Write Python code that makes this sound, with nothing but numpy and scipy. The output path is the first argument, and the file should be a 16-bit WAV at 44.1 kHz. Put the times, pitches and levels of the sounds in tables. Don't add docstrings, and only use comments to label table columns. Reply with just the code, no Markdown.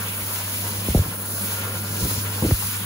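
import sys
import numpy as np
from scipy import signal
from scipy.fft import rfft, irfft
from scipy.io import wavfile

SR = 44100
rng = np.random.default_rng(int(sys.argv[2]) if len(sys.argv) > 2 else 0)


def store_wav(level_fs):
    pcm = np.round(np.clip(np.atleast_2d(level_fs), -1, 1) * 32767)
    wavfile.write(sys.argv[1], SR, pcm.T.astype(np.int16))


N = 125685

# [f/Hz, share 0-1]
DIRECT_SHARE = [(300, 1), (800, 0), (1700, .1), (2700, .48), (3600, .3), (4600, .15), (5500, .28),
                (6500, .5), (7500, .58), (8000, .95)]
# [f/Hz, lead of the left port/rad]
PORT_PHASE = [(1400, 0), (1900, -3.4), (3000, -3.2), (4400, -.8), (5400, -2.3), (6400, -.3), (7400, -1.4),
              (8100, -3), (8900, -3.4), (10500, -6.1), (11500, -6.5), (12800, -9.1), (13700, -9.6),
              (15400, -12.5)]
# [f/Hz, left-right likeness 0-1]
LOW_LIKENESS = [(250, 1), (400, .9), (600, .7), (850, .52), (1300, .42), (1800, .05)]

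SKIN_ECHO_DB, HOLLOW_ECHO_DB = -8, -7


def from_db(db):
    return 10 ** (np.asarray(db) / 20)


def rms_one(x):
    return x / np.sqrt(np.mean(x ** 2) + 1e-20)


def in_time(rows):
    return np.interp(np.arange(N) / SR, *np.transpose(rows))


def over_hz(points):
    hz, value = np.transpose(points)
    bins_hz = np.arange(N // 2 + 1) * SR / N
    return np.interp(np.log(bins_hz + 1), np.log(hz), value)


def drift(rate):
    step = 40
    r = np.exp(-2 * np.pi * rate * step / SR)
    noise = rng.standard_normal(N // step + 2002)
    slow = signal.lfilter([1], [1, -2 * r, r * r], noise)[2000:]
    return np.interp(np.arange(N) / step, np.arange(len(slow)), rms_one(slow))


def flutter(db, rate):
    return from_db(db * drift(rate))


def cut(x, hz, kind, order):
    return signal.sosfilt(signal.butter(order, hz, kind, fs=SR, output="sos"), x)


def air(spectrum, direct, phase):
    straight, left, right = rfft(rng.standard_normal((3, N)))
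    share = np.clip(direct, 0, 1)
    direct_part = np.sqrt(share) * np.array([straight * np.exp(1j * phase), straight])
    diffuse_part = np.sqrt(1 - share) * np.array([left, right])
    return rms_one(irfft((direct_part + diffuse_part) * from_db(over_hz(spectrum)), N))


def echoes(x, db):
    count, change_hz = 14, 1.93
    out = x.copy()
    for delay_s in rng.uniform(.002, .033, size=count):
        gain = drift(change_hz) * from_db(db) / np.sqrt(count)
        out = out + gain * np.roll(x, int(delay_s * SR), axis=-1)
    return rms_one(out)


def lean_left(x):
    # [f/Hz, left minus right/dB]
    balance = [(330, 0), (500, 3.5), (800, 5), (1100, 4.5), (1400, 2.5), (2000, 2)]
    return irfft(rfft(x) * from_db(over_hz(balance) * [[.5], [-.5]]), N)


def slot_hiss():
    # [f/Hz, density/dB per Hz]
    spectrum = [(3000, -38), (6000, -22), (7600, -12), (7900, -6), (8200, -.3), (10000, 0), (11500, -1.2),
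                (13000, -1.2), (15600, .8)]
    # [t/s, level/dB]
    level = [(0, -31), (.09, -30.5), (.16, -29), (.24, -30.5), (.35, -27.5), (.46, -31), (.53, -28.5),
             (.83, -31.5), (.89, -29), (1.12, -33), (1.38, -28), (1.53, -27.5), (1.63, -32.5), (1.88, -32),
             (2.1, -26.5), (2.28, -31.5), (2.68, -27), (2.85, -33)]
    direct_share, echo_db, trim_db = .95, -11, 3.5
    hiss = echoes(air(spectrum, direct_share, over_hz(PORT_PHASE)), echo_db)
    return hiss * from_db(trim_db + in_time(level)) * flutter(db=1.0, rate=66)


def skin_rush():
    # [f/Hz, density/dB per Hz]
    spectrum = [(700, -18.5), (1500, -15), (2000, 0.5), (2750, 2), (3500, -0.5), (4500, -12.5), (8000, -19)]
    # [t/s, level/dB]
    level = [(0, -34), (.33, -37), (.6, -36), (1.0, -36), (1.19, -41.5), (1.33, -40.5), (1.59, -33.5),
             (1.83, -39.5), (2.12, -36), (2.35, -36), (2.62, -35.5), (2.85, -34.5)]
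    trim_db = -2
    rush = echoes(air(spectrum, over_hz(DIRECT_SHARE), over_hz(PORT_PHASE)), SKIN_ECHO_DB)
    return rush * from_db(trim_db + in_time(level)) * flutter(db=1.5, rate=16)


def finger_sizzle():
    # [f/Hz, density/dB per Hz]
    spectrum = [(2800, -17.5), (4000, 0.5), (5300, 1), (6300, -0.5), (7400, 2), (8200, -37), (12000, -32)]
    # [t/s, level/dB]
    level = [(0, -40), (.2, -41), (.33, -36.5), (.45, -38), (.6, -37), (.85, -39), (.98, -37),
             (1.18, -44.5), (1.35, -38.5), (1.55, -36), (1.7, -40.5), (1.86, -40.5), (2.0, -35),
             (2.13, -31.5), (2.3, -40), (2.45, -36.5), (2.67, -36), (2.85, -41.5)]
    sizzle = echoes(air(spectrum, over_hz(DIRECT_SHARE), over_hz(PORT_PHASE)), SKIN_ECHO_DB)
    return sizzle * from_db(in_time(level)) * flutter(db=0.98, rate=18)


def palm_roar_and_wrist_whoosh():
    # [f/Hz, density/dB per Hz]
    roar_spectrum = [(300, -41), (600, -8.5), (800, -3), (970, 7), (1200, 4), (1600, 5.5), (2000, -5.5),
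                     (4000, -32.5)]
    whoosh_spectrum = [(200, -7.5), (340, -4.5), (440, 4), (560, 5), (740, -1.5), (900, 2), (1400, -44)]
    # [t/s, level/dB]
    roar_level = [(0.0, -33), (0.1, -40.5), (0.25, -40), (0.3, -37), (0.44, -37.5), (0.58, -44),
                  (0.7, -38.5), (0.82, -41.5), (1.0, -38.5), (1.22, -41), (1.52, -38), (1.65, -34),
                  (1.78, -39.5), (2.11, -38), (2.16, -41.5), (2.26, -37), (2.63, -40.5), (2.85, -36.5)]
    whoosh_level = [(0.0, -40), (0.08, -46), (0.24, -45.5), (0.32, -42), (0.58, -46.5), (0.67, -42.5),
                    (1.08, -43), (1.22, -44.5), (1.62, -40.5), (1.93, -42.5), (2.13, -43.5), (2.2, -46),
                    (2.37, -40.5), (2.58, -50), (2.64, -47.5), (2.72, -53), (2.85, -45.5)]
    roar_trim_db = -1.5
    likeness = over_hz(LOW_LIKENESS)
    roar = echoes(air(roar_spectrum, likeness, 0), HOLLOW_ECHO_DB)
    roar = roar * from_db(roar_trim_db + in_time(roar_level))
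    whoosh = echoes(air(whoosh_spectrum, likeness, 0), HOLLOW_ECHO_DB)
    whoosh = whoosh * from_db(in_time(whoosh_level))
    return lean_left(roar + whoosh) * flutter(db=1.5, rate=18)


def thumps():
    # [t/s, level/dB, rise/s, fall/s, starting pitch/Hz, time until the pitch has halved/s]
    eddies = [(0.885, -14.5, 0.0021, 0.0064, 1010, .0012), (0.9469, -8.5, 0.0026, 0.033, 1200, 0.00131),
              (.955, -19.5, 0.0024, .004, 920, 0.0067), (.972, -20.5, 0.0029, 0.0063, 1200, 0.00244),
              (0.989, -24, 0.0016, 0.0042, 900, .003), (0.992, -11, 0.0066, 0.014, 230, 0.0065),
              (2.049, -29, 0.0034, 0.0088, 918, 0.00315), (2.422, -19, 0.0012, 0.0063, 713, .003),
              (2.433, -21, 0.0031, 0.012, 333, 0.011), (2.463, -19.5, 0.0046, 0.0079, 397, 0.0029),
              (2.5087, -17.5, 0.0038, 0.0067, 2080, 0.0012), (2.514, -9.5, 0.0069, 0.023, 262, 0.0078)]
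    ragged = 0.14 * drift(166)
    out = np.zeros(N)
    for s, db, rise, fall, start_hz, halving in eddies:
        age = np.maximum(np.arange(N) / SR - s, 0)
        phase = 2 * np.pi * start_hz * halving * np.log1p(age / halving)
        shape = np.minimum(age / rise, 1) * np.exp(-(np.maximum(age - rise, 0) / fall) ** 2)
        out += from_db(db) * shape * np.sin(phase + ragged)
    return out


def gusts():
    # [t/s, length before release/s, level/dB, upper edge/Hz]
    lumps = [(0.208, .02, -43, 75), (0.762, 0.034, -40.5, 140), (0.892, 0.02, -22.5, 113),
             (0.943, 0.05, -36, 600), (0.971, 0.055, -23.5, 132), (1.013, 0.014, -26.5, 122),
             (1.05, 0.041, -32, 260), (2.005, 0.067, -32, 443), (2.021, 0.045, -26, 140),
             (2.102, 0.017, -35, 448), (2.112, 0.085, -36, 138), (2.421, 0.038, -19.5, 450),
             (2.424, 0.058, -24.5, 190), (2.484, 0.024, -24.5, 333), (2.63, 0.064, -37.5, 169)]
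    # [f/Hz, left-right likeness 0-1]
    likeness = [(300, 1), (450, .88), (620, .55), (800, .1)]
    attack_s, release_s = 0.0027, 0.01
    t, out = np.arange(N) / SR, np.zeros((2, N))
    white = [(1, 0)]
    draught = lean_left(air(white, over_hz(likeness), 0)) * flutter(db=0.5, rate=38)
    for s, length, db, edge_hz in lumps:
        stretch = np.roll(draught, rng.integers(N), axis=-1)
        rumble = cut(stretch, edge_hz, "low", order=4)
        low_edge_hz = 51.7 + 0.063 * edge_hz
        rumble = rms_one(cut(rumble, low_edge_hz, "high", order=3))
        attack = np.clip((t - s) / attack_s, 0, 1)
        release = np.exp(-np.maximum(t - s - length, 0) / release_s)
        out += from_db(db) * attack * release * rumble
    return out


def puffs():
    # [t/s, level at the left before rise and decay/dB, decay/s, centre f/Hz]
    grazes = [(.28, -40, .06, 1280), (.885, -32, .005, 800), (1.063, -38, 0.025, 750),
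              (2.049, -29, 0.013, 700), (2.097, -27.5, 0.025, 940), (2.42, -26, 0.016, 850),
              (2.5072, -20, 0.0055, 1360), (2.621, -25, 0.014, 990)]
    rise_s, right_db = 0.0035, -12
    out = np.zeros((2, N))
    for s, db, decay, hz in grazes:
        age = np.maximum(np.arange(N) / SR - s, 0)
        band = cut(rng.standard_normal((2, N)), hz, "low", order=3)
        band = cut(band, hz, "high", order=3)
        shape = np.minimum(age / rise_s, 1) * np.exp(-age / decay)
        out += from_db(db) * shape * rms_one(band)
    return out * from_db([[0], [right_db]])


def mains_hum():
    # [multiple of the hum, level against the hum ride/dB, waver/dB]
    partials = [(1, -3, -1.1), (2, -16.5, 3.5), (3, -30, 3.5)]
    # [t/s, level/dB]
    level = [(0, -32), (.3, -33.5), (.58, -30.5), (.8, -29.5), (1.18, -33), (1.4, -31.5), (1.65, -29),
             (1.95, -27.5), (2.3, -26.5), (2.65, -31), (2.85, -32.5)]
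    hum_hz, phase_wander_rad = 100.1, 0.08
    phase = 2 * np.pi * hum_hz * np.arange(N) / SR + phase_wander_rad * drift(1.7)
    hum = np.zeros(N)
    for multiple, db, waver_db in partials:
        gain = from_db(in_time(level) + db) * flutter(waver_db, rate=8.6)
        hum += gain * np.sin(multiple * phase)
    return np.sqrt(2) * hum


def blower():
    # [f/Hz, density/dB per Hz]
    spectrum = [(25, -31), (45, -32), (65, -4), (120, -8), (175, 4), (230, 1), (290, -6), (340, -5),
                (450, -12), (800, -51), (2000, -64)]
    # [t/s, level/dB]
    level = [(0.0, -39.5), (0.12, -40), (0.35, -41), (0.58, -41), (0.72, -35), (1.2, -40.5), (1.45, -37),
             (1.62, -36.0), (1.9, -34.5), (2.3, -38), (2.66, -44), (2.85, -37)]
    trim_db = -1.5
    noise = lean_left(air(spectrum, over_hz(LOW_LIKENESS), 0))
    return noise * from_db(trim_db + in_time(level))


def motor_whine():
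    # [t/s, level/dB]
    level = [(0, -51), (.8, -67), (1.2, -51.5), (1.65, -43.5), (1.95, -48.5), (2.2, -56), (2.5, -48),
             (2.85, -61)]
    whine_hz, wander = 1407.6, .001
    pitch_hz = whine_hz * (1 + wander * drift(4.9))
    turn = 2 * np.pi * np.cumsum(pitch_hz) / SR
    return np.sqrt(2) * np.sin(turn) * from_db(in_time(level)) * flutter(db=2.0, rate=27)


def centre_bass(x):
    # [t/s, f/Hz]
    mono_edge = [(0, 740), (1.3, 680), (1.6, 500), (2.1, 370), (2.55, 310), (2.85, 210)]
    hz, s, side = signal.stft((x[0] - x[1]) / 2, SR, nperseg=1024)
    above = (hz[:, None] / np.interp(s, *np.transpose(mono_edge))) ** 8
    side = signal.istft(side * above / (1 + above), SR)[1][:N]
    return x.mean(axis=0) + np.array([side, -side])


def scene():
    jet = slot_hiss() + skin_rush() + finger_sizzle() + palm_roar_and_wrist_whoosh()
    draught = thumps() + gusts() + puffs()
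    motor = mains_hum() + blower() + motor_whine()
    return centre_bass(jet + draught + motor)


def record(dry):
    cutoff_hz = 15650
    return signal.sosfilt(signal.ellip(12, .1, 90, cutoff_hz, fs=SR, output="sos"), dry)


dry = scene()
out = record(dry)
store_wav(out)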